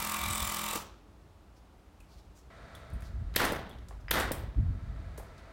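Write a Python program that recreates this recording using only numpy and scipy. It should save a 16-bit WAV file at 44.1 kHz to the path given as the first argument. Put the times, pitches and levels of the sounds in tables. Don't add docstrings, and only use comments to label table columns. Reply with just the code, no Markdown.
import sys
import numpy as np
from scipy import signal
from scipy.fft import rfft, irfft
from scipy.io import wavfile
from scipy.ndimage import uniform_filter1d

SR = 44100
rng = np.random.default_rng(int(sys.argv[2]) if len(sys.argv) > 2 else 0)


def store_pcm(level_fs):
    pcm = np.round(np.clip(level_fs, -1, 1) * 32767).astype(np.int16)
    wavfile.write(sys.argv[1], SR, np.atleast_2d(pcm).T)


def ratio_of_db(decibels):
    return 10 ** (np.asarray(decibels, float) / 20)


N = 243500

# frequency in Hz, relative level in dB per Hz.
AIR_COLOR = [(88, -44), (150, -3.5), (190, 0.5), (235, -4.5), (297, -0.5), (483, -8.5), (660, -7.5),
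             (1380, -14), (1750, -19), (3590, -24), (15800, -37.5)]
AIR_DB = -62
# time in seconds, level in dB.
WIND_LEVEL = [(0.0, -48), (0.17, -53), (0.28, -36), (0.38, -49.5), (0.43, -37), (0.52, -54.5), (1.77, -59),
              (2.89, -51.5), (2.94, -35.5), (3.01, -44.5), (3.2, -37), (3.34, -39), (3.55, -46),
              (3.89, -48), (4.44, -38.5), (4.54, -42.5), (4.58, -27), (4.72, -31.5), (4.8, -36.5),
              (5.03, -39.5), (5.52, -56)]
# frequency in Hz, relative level in dB per Hz.
RUMBLE_COLOR = [(15, -43), (28, -15.5), (50, 4.5), (82, -2.5), (216, -21), (356, -36.5), (400, -37),
                (520, -56), (880, -120)]
# frequency in Hz, relative level in dB per Hz.
FLUTTER_COLOR = [(40, -45.5), (90, 7.5), (150, -13), (300, -19), (600, -74.5)]
FLUTTER_DB, FLUTTER_GROWTH = -27.5, 1.82
# frequency in Hz, time to fall by 60 dB in seconds.
YARD_DECAY = [(200, 0.84), (1400, 0.59), (3700, 0.6), (9700, 0.26)]

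# time in seconds, level in dB.
FAN_LEVEL = [(2.5, -55.5), (2.75, -53.5), (3, -57), (3.15, -62), (3.3, -61.5), (4.1, -68), (4.5, -61.5),
             (5, -57.5), (5.52, -56.5)]
# frequency in Hz, relative level in dB per Hz.
FAN_AIR_COLOR = [(200, 3), (320, -7), (440, -0.5), (650, 1.5), (820, -5), (1400, -2), (2200, -7),
                 (2800, -16), (3750, -15.5), (4600, -16.5), (5200, -23), (9500, -29.5), (11000, -57.5)]
# frequency in Hz, level in dB relative to the air noise.
FAN_TONES = [(662, -8.5), (1324, -11), (1653, -17.5), (1960, -17), (3720, -23)]

# start in seconds, level in dB, length in seconds, center in Hz.
RUSTLES = [(1.545, -70.5, .057, 5000), (2.064, -67.5, 0.13, 4440), (2.157, -66.5, 0.066, 4200),
           (2.336, -65, 0.087, 6170), (3.016, -62, 0.085, 4500), (3.992, -70.5, 0.037, 5030)]
# start in seconds, level in dB before a fixed cut, pitch in Hz.
PINGS = [(2.006, -49, 2540), (2.751, -40.5, 3420), (2.935, -50, 8900), (2.935, -54, 11700),
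         (3.697, -53, 3520), (3.712, -41, 3330), (4.084, -43, 4940)]
PING_T60, PING_BEAT = 0.05, 0.03
# start in seconds, relative level in dB, center in Hz, seconds to fall by 60 dB.
CLICKS = [(.755, -30, 6030, 0.056), (2.003, -53.5, 7950, 0.043), (2.75, -45, 10000, 0.02),
          (2.754, -46, 7000, 0.02), (2.901, -52, 9000, 0.018), (3.006, -51, 9000, 0.024),
          (3.022, -43, 1290, .03), (3.021, -51.5, 8500, 0.048), (3.34, -41, 3500, .02),
          (3.349, -35, 1400, 0.045), (3.521, -33, 11100, .05), (3.694, -51, 9900, .046),
          (3.786, -50, 3510, 0.023), (3.885, -47, 6840, 0.045), (4.3178, -22, 12500, .032),
          (5.177, -43, 10130, 0.087), (5.194, -47, 12100, .04), (5.379, -52, 3930, 0.072)]
CLICK_SPREAD = 1.1
# start in seconds, level in dB.
TRIGGER_TICKS = [(4.083, -23), (4.086, -33), (4.092, -30.5), (4.1, -31)]
TRIGGER_HZ, TRIGGER_T60 = 1860, 0.004
# start in seconds, level in dB, pitch in Hz, seconds to fall by 60 dB.
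KNOCKS = [(.730, -36, 690, 0.026), (0.756, -34, 462, 0.037), (3.5214, -20, 477, 0.0094),
          (3.909, -38.5, 1010, 0.012), (3.926, -47, 1160, 0.015), (4.311, -16.5, 476, 0.0068),
          (5.18, -37.5, 600, 0.026), (5.198, -42, 800, 0.03)]
BOUNCE_S, BOUNCE_DB = 0.0034, 1

# frequency in Hz, relative level in dB.
POST_MODES = [(85, -11), (165, -2), (211, 3.5), (338, -5.5), (590, -4.5), (720, -6), (846, -4), (931, 3.5),
              (1092, 6.5), (1185, 3), (1262, 3)]
POST_DB, POST_T60, POST_WIDTH_HZ = -42, 0.41, 17.8
# frequency in Hz, filter width in Hz, relative level in dB.
ANVIL_MODES = [(1150, 100, 0), (2010, 95, -6), (2322, 125, -2.5), (2670, 120, -8.5), (3066, 140, -10.5),
               (3514, 230, -3), (3844, 68, -5.5), (5360, 2800, -3), (7300, 140, -5.5), (8210, 1640, 1.5)]
# frequency in Hz, relative level in dB per Hz.
GEAR_COLOR = [(88, -26), (150, -8), (213, -8), (398, -16.5), (1080, 4), (1790, -2.5), (8230, -10.5),
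              (16000, -18.5)]
# time in seconds, gain in dB.
DRIVER_LOAD = [(0, -41), (.77, -42), (.83, -52)]
BLOWS_PER_S, FIRST_S, LAST_S = 42.32, 0.0006, 0.7565

# start in seconds, strength in dB.
SHOTS = [(3.3601, -8.5), (4.1090, -10)]
# dB relative to its strength, center in Hz, filter width in Hz,
# seconds to fall by 60 dB.
SHOT_PARTS = [(-6, 12500, 5000, 0.034), (-15.5, 1100, 3900, 0.0694), (-12, 450, 500, 0.03),
              (-3, 2570, 5200, 0.022), (-14, 3000, 5500, .014), (-19, 14000, 5000, .02),
              (-17, 8600, 7100, 0.038)]
SHOT_DELAYS_S = [0, .001, .002, .0035, .0185, .081, .090]
# frequency in Hz, dB relative to the shot, seconds to fall by 60 dB.
NOSE_MODES = [(1735, -7.5, 0.0098), (3160, -16, 0.026)]
IGNITE_HZ, IGNITE_DB, IGNITE_S = 3110, -34, 0.01
# frequency in Hz, relative level in dB per Hz.
BOOM_COLOR = [(59, -40.5), (100, -0.5), (481, 6.5), (1450, -3.5), (1580, 8.5), (1910, -5.5), (3120, -6),
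              (6990, -19.5), (11600, -24), (16000, -102)]
SWELL_S = 0.048


def evened(x):
    return x / np.sqrt(np.mean(x ** 2) + 1e-20)


def read(points, hz):
    f, value = np.transpose(points)
    return np.interp(np.log(hz + 1), np.log(f + 1), value)


def curve(points):
    return np.interp(np.arange(N) / SR, *np.transpose(points))


def add(mix, s, sound):
    part = mix[round(s * SR):][:len(sound)]
    part += sound[:len(part)]


def noise(points, size=N):
    hz = np.fft.rfftfreq(size, 1 / SR)
    spectrum = rfft(rng.standard_normal(size)) * ratio_of_db(read(points, hz))
    return evened(irfft(spectrum, size))


def band(x, hz, width):
    turn = np.exp(2j * np.pi * hz * np.arange(len(x)) / SR)
    r = np.exp(-np.pi * abs(width) / SR)
    return 2 * (turn * signal.lfilter([1 - r], [1, -r], x / turn)).real


def twice_banded(x, hz, width):
    return evened(band(band(x, hz, width), hz, width))


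def wobble(size):
    return evened(uniform_filter1d(uniform_filter1d(rng.standard_normal(N), size), size))


def burst(db, hz, width, t60):
    t = np.arange(SR // 8) / SR
    puff = twice_banded(rng.standard_normal(len(t)), hz, width)
    return 0.5 * ratio_of_db(db - 60 * t / abs(t60)) * np.minimum(t / 0.00013, 1) * puff


def ring(db, hz, t60):
    t = np.arange(SR // 8) / SR
    return ratio_of_db(db - 60 * t / abs(t60)) * np.sin(2 * np.pi * hz * t) * np.minimum(t / 0.00033, 1)


def quiet_air():
    return ratio_of_db(AIR_DB + 0.14 * wobble(size=6000)) * noise(AIR_COLOR)


def wind():
    level_db = curve(WIND_LEVEL) + 1.25 * wobble(size=500)
    flutter_db = FLUTTER_DB + FLUTTER_GROWTH * (level_db - level_db.max())
    return ratio_of_db(level_db) * noise(RUMBLE_COLOR) + ratio_of_db(flutter_db) * noise(FLUTTER_COLOR)


def yard(x):
    hz, t, z = signal.stft(x, SR, nperseg=256, noverlap=192)
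    power = uniform_filter1d(abs(z) ** 2, size=5, axis=0)
    keep = ratio_of_db(-2 * 60 * t[1] / read(YARD_DECAY, hz))
    lingering = np.array([signal.lfilter([0, 0, 0, 1 - r], [1, -r], p) for r, p in zip(keep, power)])
    chance = rng.standard_normal(z.shape[::-1] + (2,)).T
    echoes = np.sqrt(abs(lingering)) * (chance[0] + 1j * chance[1])
    return signal.istft(echoes, SR, nperseg=256, noverlap=192)[1][:N]


def fan():
    t = np.arange(N) / SR
    drift = np.cumsum(1 + 0.00573 * wobble(size=1500)) / SR
    tones = np.zeros(N)
    for hz, db in FAN_TONES:
        tones += ratio_of_db(db + 2.2 * wobble(size=1200)) * np.sin(2 * np.pi * hz * drift)
        tones += ratio_of_db(db - 5.5) * evened(band(rng.standard_normal(N), hz, 90.0))
    switch_on = np.clip((t - FAN_LEVEL[0][0]) / 0.0043, 0, 1)
    return ratio_of_db(curve(FAN_LEVEL)) * (noise(FAN_AIR_COLOR) + tones) * switch_on


def rustles():
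    out = np.zeros(N)
    for s, db, length, hz in RUSTLES:
        grains = rng.standard_normal(round(length * SR))
        add(out, s, ratio_of_db(db) * evened(band(grains, hz, 0.39 * hz)) * np.hanning(len(grains)))
    return out


def pings():
    out = np.zeros(N)
    for s, db, hz in PINGS:
        add(out, s, ring(db - 8.5, hz, PING_T60))
        add(out, s, ring(db - 12, hz * (1 + PING_BEAT), PING_T60))
    return out


def clicks():
    out = np.zeros(N)
    for s, db, hz, t60 in CLICKS:
        add(out, s, burst(db, hz, CLICK_SPREAD * hz, t60))
    return out


def trigger():
    out = np.zeros(N)
    for s, db in TRIGGER_TICKS:
        add(out, s, ring(db, TRIGGER_HZ, TRIGGER_T60))
    return out


def knocks():
    out = np.zeros(N)
    for s, db, hz, t60 in KNOCKS:
        add(out, s, ring(db, hz, t60) + burst(db - 4, 1.6 * hz, 1.3 * hz, t60))
        add(out, s + BOUNCE_S, ring(db + BOUNCE_DB, 0.7 * hz, t60))
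    return out


def blow_count():
    return BLOWS_PER_S * (np.arange(N) / SR - FIRST_S) + 1


def post():
    t = np.arange(N) / SR
    mode_hz, mode_db = np.transpose(POST_MODES)
    uneven = blow_count() + 0.12 + 0.005 * wobble(size=1500)
    tones = np.zeros(N)
    for k in range(1, 33):
        off_pitch = (k * BLOWS_PER_S - mode_hz) / POST_WIDTH_HZ
        gain = np.sum(ratio_of_db(mode_db) / (1 + 2j * off_pitch))
        tones += ratio_of_db(1.8 * wobble(size=3000)) * (gain * np.exp(2j * np.pi * k * uneven)).imag
    return ratio_of_db(POST_DB - 60 * np.maximum(t - LAST_S, 0) / POST_T60) * evened(tones)


def driver():
    t = np.arange(N) / SR
    turns = blow_count()
    blow = turns.astype(int)
    strength = ratio_of_db(1.3 * rng.standard_normal(300))[blow] * (t < LAST_S + 0.02)
    since = (turns % 1) / BLOWS_PER_S
    slip = 6 * rng.random(300)[blow]
    alike = rng.standard_normal(SR // 20)[(since * SR + slip).astype(int)]
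    grain = 2.7 * alike + 0.72 * rng.standard_normal(N)
    crack = strength * ratio_of_db(-60 * since / 0.022) * np.minimum(since / 0.0016, 1) * grain
    climb = np.clip((since - 0.011) / 0.008, 0, 1)
    loose = 0.039 * ratio_of_db(7.3 * np.clip(wobble(size=150), -2, 1.5)) * rng.standard_normal(N)
    rattle = crack + 0.39 * strength * climb * grain + loose
    steel = np.zeros(N)
    for hz, width, db in ANVIL_MODES:
        steel += ratio_of_db(db + 4.3 * wobble(size=3500)) * twice_banded(rattle, hz, width)
    fizz = abs(crack + 0.11 * climb * grain) * rng.choice([-1., 1.], N)
    bright = twice_banded(fizz, 24000, 24000)
    works = ratio_of_db(-7) * evened(steel) + ratio_of_db(-4.0) * bright + ratio_of_db(-1) * noise(GEAR_COLOR)
    running = t < DRIVER_LOAD[-1][0]
    return ratio_of_db(curve(DRIVER_LOAD)) * works * running


def timber_boom():
    out = np.zeros(N)
    t = np.arange(SR // 4) / SR
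    swell = np.minimum(t / SWELL_S, 1) ** 0.55
    for s, db in SHOTS:
        level = ratio_of_db(db - 12.0 - 60 * np.maximum(t - SWELL_S, 0) / 0.11)
        add(out, s, level * swell * noise(BOOM_COLOR, size=len(t)))
    return out


def nailer():
    out = np.zeros(N)
    u = np.arange(0, IGNITE_S, 1 / SR)
    whistle = u / IGNITE_S * np.sin(2 * np.pi * IGNITE_HZ * u)
    for s, db in SHOTS:
        add(out, s - IGNITE_S, ratio_of_db(db + IGNITE_DB) * whistle)
        for delay, (part_db, hz, width, t60) in zip(SHOT_DELAYS_S, SHOT_PARTS):
            add(out, s + delay, burst(db + part_db, hz, width, t60))
        for hz, mode_db, t60 in NOSE_MODES:
            add(out, s + SHOT_DELAYS_S[3], ring(db + mode_db, hz, t60))
    return out


def scene():
    works = driver()
    shots = nailer()
    small = rustles() + pings() + clicks() + trigger() + knocks()
    near = works + shots + small
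    far = yard(ratio_of_db(-7.5) * works + ratio_of_db(-1) * shots + ratio_of_db(-1.5) * small + timber_boom())
    far *= ratio_of_db(1.3 * wobble(size=120))
    return (near + far + post() + fan() + quiet_air() + wind())[None]


def low_pass(x):
    return signal.sosfilt(signal.butter(12, 16870, fs=SR, output="sos"), x)


def record(dry):
    heard = signal.sosfilt(signal.butter(2, 200, "high", fs=SR, output="sos"), dry[0])
    power_db = 10 * np.log10(abs(uniform_filter1d(heard ** 2, size=200)) + 1e-12)
    fall = np.arange(N) * 60.0 / SR
    peak_db = np.maximum.accumulate(power_db + fall) - fall
    over_db = np.maximum(peak_db + 24.0, 0)
    late_db = signal.lfilter(np.ones(200) / 200, 1, over_db)
    held = dry / ratio_of_db(0.82 * late_db)
    finished = signal.oaconvolve(held, signal.firwin(1023, 15980, fs=SR)[None], "same")
    return low_pass(finished)


dry = scene()
out = record(dry)
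store_pcm(out)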